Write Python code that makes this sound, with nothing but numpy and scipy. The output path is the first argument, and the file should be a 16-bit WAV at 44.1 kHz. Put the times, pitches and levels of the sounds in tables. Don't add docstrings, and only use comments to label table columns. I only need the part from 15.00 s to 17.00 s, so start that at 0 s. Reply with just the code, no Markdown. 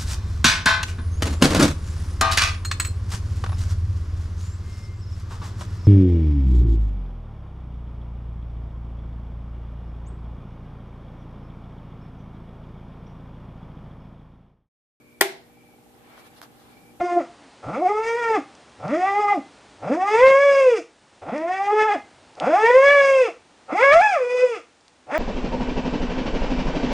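import sys
import numpy as np
from scipy import signal
from scipy.io import wavfile

SR = 44100
rng = np.random.default_rng(int(sys.argv[2]) if len(sys.argv) > 2 else 0)


def unload_audio(sound):
    columns = np.transpose(np.atleast_2d(sound))
    steps = np.round(np.clip(columns, -1, 1) * 32767)
    wavfile.write(sys.argv[1], SR, steps.astype(np.int16))


N = 88200


def amp(db):
    return 10 ** (np.asarray(db) / 20)


def rms_one(x):
    return x / np.sqrt(np.mean(x ** 2) + 1e-20)


def clock():
    return np.arange(N) / SR


def at_hz(points, hz):
    table_hz, value = np.array(points).T
    return np.interp(np.log(hz), np.log(table_hz), value)


def drift(corner_hz):
    step = 40
    r = np.exp(-2 * np.pi * corner_hz * step / SR)
    settle = 2000
    noise = rng.standard_normal(N // step + settle + 2)
    slow = signal.lfilter([1], [1, -2 * r, r * r], noise)[settle:]
    return np.interp(np.arange(N) / step, np.arange(len(slow)), rms_one(slow))


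def clicks(start_s, gains):
    out = np.full(N, 1e-18)
    np.add.at(out, (np.asarray(start_s) * SR).astype(int), gains)
    return out


def ring(x, hz, t60_s):
    r = amp(-60 / (t60_s * SR))
    w = 2 * np.pi * min(hz, 15000) / SR
    return signal.lfilter([0, np.sin(w)], [1, -2 * r * np.cos(w), r * r], x)


def strike(start_s, level_db, modes, scatter_db):
    scatter = scatter_db * rng.standard_normal((len(start_s), len(modes)))
    out = 0
    for k, (hz, mode_db, t60_s) in enumerate(modes):
        blows = clicks(start_s, amp(level_db + mode_db + scatter[:, k]))
        out = out + ring(blows, hz, t60_s)
    return out


def dying(x, t60_s):
    return signal.lfilter([1], [1, -amp(-60 / (t60_s * SR))], x)


# pitch_hz, likeness (0-1)
LIKENESS = [(60, 0.086), (300, 0.45), (700, 0.12), (1400, 0), (3000, 0), (14000, 0.018)]


def banded(spectrum, flicker_db, shape=lambda hz: 1):
    settle = 8000
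    edges_hz = 22 * 2 ** np.arange(0, 9.6, 1 / 3)
    white = rng.standard_normal((2, 2, N + settle))
    out, power = 0, 0
    for k, (low, high) in enumerate(zip(edges_hz, edges_hz[1:])):
        hz = np.sqrt(low * high)
        if not spectrum[0][0] / 2 < hz < spectrum[-1][0] * 2:
            continue
        sos = signal.butter(2, [low, high], "band", fs=SR, output="sos")
        mid, side = signal.sosfilt(sos, white[k % 2])[:, settle:]
        alike = np.clip(at_hz(LIKENESS, hz), -1, 1)
        gain = amp(at_hz(spectrum, hz))
        power += gain ** 2 * (high - low) * 4.4 / SR
        flicker = amp(flicker_db * drift(17)) if flicker_db else 1
        stereo = np.sqrt(1 + alike) * mid + np.sqrt(1 - alike) * side * [[1], [-1]]
        out = out + gain * flicker * shape(hz) * stereo
    return out / np.sqrt(power)


def place(x, left_minus_right_db, left_lag_s):
    t = clock()
    left = np.interp(t - left_lag_s, t, x) * amp(left_minus_right_db / 2)
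    right = x * amp(-left_minus_right_db / 2)
    return np.array([left, right])


LOW_CUT_HZ = 351


def low_cut(x):
    return signal.sosfilt(signal.butter(4, LOW_CUT_HZ, "high", fs=SR, output="sos"), x)


MAINS_HZ, HUM_WAVER_DB = 60, .7
# multiple, level_db (rms), left_minus_right_db
HUM = [(1, -74.5, -3), (2, -69.5, 0.5), (3, -86, -8.5), (4, -62.5, -1), (5, -64.5, 5.5), (6, -68, -1.5),
       (7, -71.5, -1), (8, -65, -1.5), (10, -71, -3.5)]


def hum():
    out = 0
    for multiple, level_db, left_minus_right_db in HUM:
        cycles = multiple * MAINS_HZ * clock() + rng.random()
        channel_phase = rng.normal(0, 0.27, (2, 1))
        tone = np.sin(2 * np.pi * cycles + channel_phase)
        pan_db = left_minus_right_db * np.array([[.5], [-.5]])
        out = out + np.sqrt(2) * amp(level_db + HUM_WAVER_DB * drift(4.8) + pan_db) * tone
    return out


ROOM_START_DB, ROOM_RISE_DB_PER_S = -57.5, 2
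# (per Hz, relative)
ROOM = [(20, -29.5), (45, -16.5), (60, -18), (150, -10), (300, -11.5), (500, -16.5), (800, -19.5),
        (1200, -22), (2000, -26), (3500, -29), (6000, -34), (9000, -31.5), (14600, -32)]


def room():
    return amp(ROOM_START_DB + ROOM_RISE_DB_PER_S * clock()) * banded(ROOM, 1.0)


INSECT_HZ, INSECT_WIDTH_HZ, INSECT_EDGE_S = 2314, 145, 0.075
# start_s, length_s, level_db
PHRASES = [(-.08, 0.33, -62), (0.473, 0.34, -64), (1.043, .32, -62), (1.661, 0.315, -62)]


def insect():
    r = np.exp(-np.pi * INSECT_WIDTH_HZ / SR)
    w = 2 * np.pi * INSECT_HZ / SR
    tone = rng.standard_normal((2, N))
    for _ in range(2):
        tone = signal.lfilter([1, 0, -1], [1, -2 * r * np.cos(w), r * r], tone)
    t = clock()
    gate = 0
    for start_s, length_s, level_db in PHRASES:
        edge_distance_s = np.minimum(t - start_s, start_s + length_s - t)
        gate = gate + amp(level_db) * np.clip(edge_distance_s / INSECT_EDGE_S, 0, 1)
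    return gate * rms_one(tone)


SNAP_S, SWITCH_LEFT_LAG_S = .2118, .00007
# pitch_hz, level_db, t60_s
CASE = [(288, -34.5, 0.15), (349.3, -25, 0.32), (370.5, -23, 0.28), (392.3, -18, 0.29), (467, -32, 0.033),
        (668.5, -29.5, 0.32), (683.7, -28.5, 0.22), (735, -30.5, 0.14), (802.7, -27.5, 0.148),
        (809, -31, .3), (1052, -20, 0.082), (1407, -23, 0.081), (1490, -28, 0.075), (1640, -38.5, 0.086),
        (1920, -35, 0.18), (2125, -31, .3)]


def case():
    return place(strike([SNAP_S], 0, CASE, 0.17), 0.1, SWITCH_LEFT_LAG_S)


LEVER_SCATTER_DB, LEVER_LEFT_MINUS_RIGHT_DB = 4.5, 3.5
# start_s, level_db
CONTACTS = [(0.2086, -18), (0.2106, -6), (0.2112, -1), (0.2117, -2), (0.2127, -3), (0.2158, -15),
            (0.2186, -14), (0.2205, -11), (0.2262, -17)]
# pitch_hz, level_db, t60_s
LEVER = [(820, -11, .012), (1834, -17, .02), (1960, -13, .022), (2180, -16, .02), (2420, -15, .03),
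         (3270, -13, .012), (3500, -12, .012), (4840, -13, .007), (7050, -16, .005), (8580, -13, .005),
         (10900, -19, .005), (11700, -17, .005), (14250, -6, .003)]


def lever():
    start_s, level_db = np.transpose(CONTACTS)
    rung = strike(start_s, level_db, LEVER, LEVER_SCATTER_DB)
    return place(rung, LEVER_LEFT_MINUS_RIGHT_DB, SWITCH_LEFT_LAG_S)


CRACK_DB, CRACK_T60_S = -7.5, .006
# (per Hz, relative)
CRACK = [(180, -42), (300, -23), (1380, -27), (1980, -10), (4110, -3.5), (4910, -10.5), (6270, -12.5),
         (8680, -2), (13000, -22), (14600, -8)]


def crack():
    start_s, level_db = np.transpose(CONTACTS)
    envelope = dying(clicks(start_s, amp(level_db)), CRACK_T60_S)
    return amp(CRACK_DB) * envelope * banded(CRACK, 0)


EARLY_DB, EARLY_T60_S = -18, 0.044
TAIL_DB, ECHO_RISE_S = -22.5, 0.00343
# (per Hz, relative)
TAIL = [(300, -27), (600, -19), (800, -11), (1200, -24.5), (1500, -17), (1960, -12), (2600, -21.5),
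        (3200, -20.5), (6000, -26.5), (14600, -24)]
# pitch_hz, t60_s
TAIL_T60 = [(200, 0.68), (1000, 0.36), (4000, 0.4), (14000, 0.19)]


def echo():
    after_s = np.maximum(clock() - SNAP_S, 0)
    rise = 1 - np.exp(-after_s / ECHO_RISE_S)
    early = amp(EARLY_DB - 60 * after_s / EARLY_T60_S)

    def shape(hz):
        late = amp(TAIL_DB - 60 * after_s / at_hz(TAIL_T60, hz))
        return rise * (early + late)

    return banded(TAIL, 0, shape)


def switch():
    return low_cut(case() + lever() + crack()) + echo()


FAN_START_S, FAN_TOP_TICKS_PER_S, FAN_SPINUP_S = .2491, 68.9, 1.3175
FAN_FIRST_TICK_STEPS, FAN_JITTER_S = .517, .0012
FAN_DRIVE_DB, FAN_SCATTER_DB, FAN_FADE_DB_PER_S = -87.5, 1, 1.2
FAN_PUSH_HZ, FAN_PUSH_T60_S = 790, 0.016
# pitch_hz, level_db (relative), t60_s
FAN_MODES = [(785, 0, .075), (822, -1, .075)]


def fan():
    t = np.maximum(clock() - FAN_START_S, 0)
    spun_s = t - FAN_SPINUP_S * (1 - np.exp(-t / FAN_SPINUP_S))
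    steps = FAN_TOP_TICKS_PER_S * spun_s - FAN_FIRST_TICK_STEPS
    tick_s = np.flatnonzero(np.diff(np.floor(steps))) / SR
    tick_s = np.minimum(tick_s + FAN_JITTER_S * rng.standard_normal(len(tick_s)), (N - 1) / SR)
    drive_db = FAN_DRIVE_DB - FAN_FADE_DB_PER_S * tick_s
    ticks = strike(tick_s, drive_db, FAN_MODES, FAN_SCATTER_DB)
    return place(ring(ticks, FAN_PUSH_HZ, FAN_PUSH_T60_S), 0, .00005)


# time_s, low_db, treble_db
RUSTLE = [(0.95, -63.5, -93), (1.1, -54, -68.5), (1.16, -52.5, -66), (1.195, -50.5, -56), (1.235, -55, -68),
          (1.272, -50, -55), (1.295, -64.5, -71), (1.34, -59, -64.5), (1.385, -52, -55.5), (1.41, -62, -68),
          (1.431, -46.5, -48), (1.45, -51.5, -57), (1.488, -65, -80.5), (1.6, -60.5, -65), (1.72, -58, -67),
          (2.0, -81, -83.5)]
# (per Hz, relative)
RUSTLE_LOW = [(500, 1.5), (900, 6.5), (2000, 0.5), (3500, -6), (6000, -35.5)]
# (per Hz, relative)
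RUSTLE_HIGH = [(2000, -27), (3500, 4), (6000, -4), (14000, -8.5)]


def rustle():
    time_s, low_db, treble_db = np.transpose(RUSTLE)
    t = clock()
    dull = amp(np.interp(t, time_s, low_db)) * banded(RUSTLE_LOW, 2.1)
    bright = amp(np.interp(t, time_s, treble_db)) * banded(RUSTLE_HIGH, 2.4)
    return (t > time_s[0]) * (dull + bright)


KNOCK_SNAP_T60_S = .003
# start_s, ring_db, snap_db
KNOCKS = [(1.1786, -37, -58), (1.4164, -30, -27), (1.4284, -36, -54), (1.4358, -38, -47)]
# pitch_hz, level_db (relative), t60_s
KNOCK_MODES = [(1150, 2.5, 0.0046), (1480, -7, 0.012), (3070, -12.5, 0.0055)]


def knocks():
    start_s, ring_db, snap_db = np.transpose(KNOCKS)
    snap = dying(clicks(start_s, amp(snap_db)), KNOCK_SNAP_T60_S) * rng.standard_normal((2, N))
    shell = strike(start_s, ring_db, KNOCK_MODES, 1.5)
    return place(low_cut(shell), 0.84, .00004) + low_cut(snap)


def scene():
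    return hum() + room() + insect() + switch() + fan() + rustle() + knocks()


OVERLOAD, CUTOFF_HZ = .9, 14600


def record(dry):
    clipped = np.clip(dry, -OVERLOAD, OVERLOAD)
    return signal.sosfilt(signal.ellip(10, .5, 60, CUTOFF_HZ, fs=SR, output="sos"), clipped)


dry = scene()
out = record(dry)
unload_audio(out)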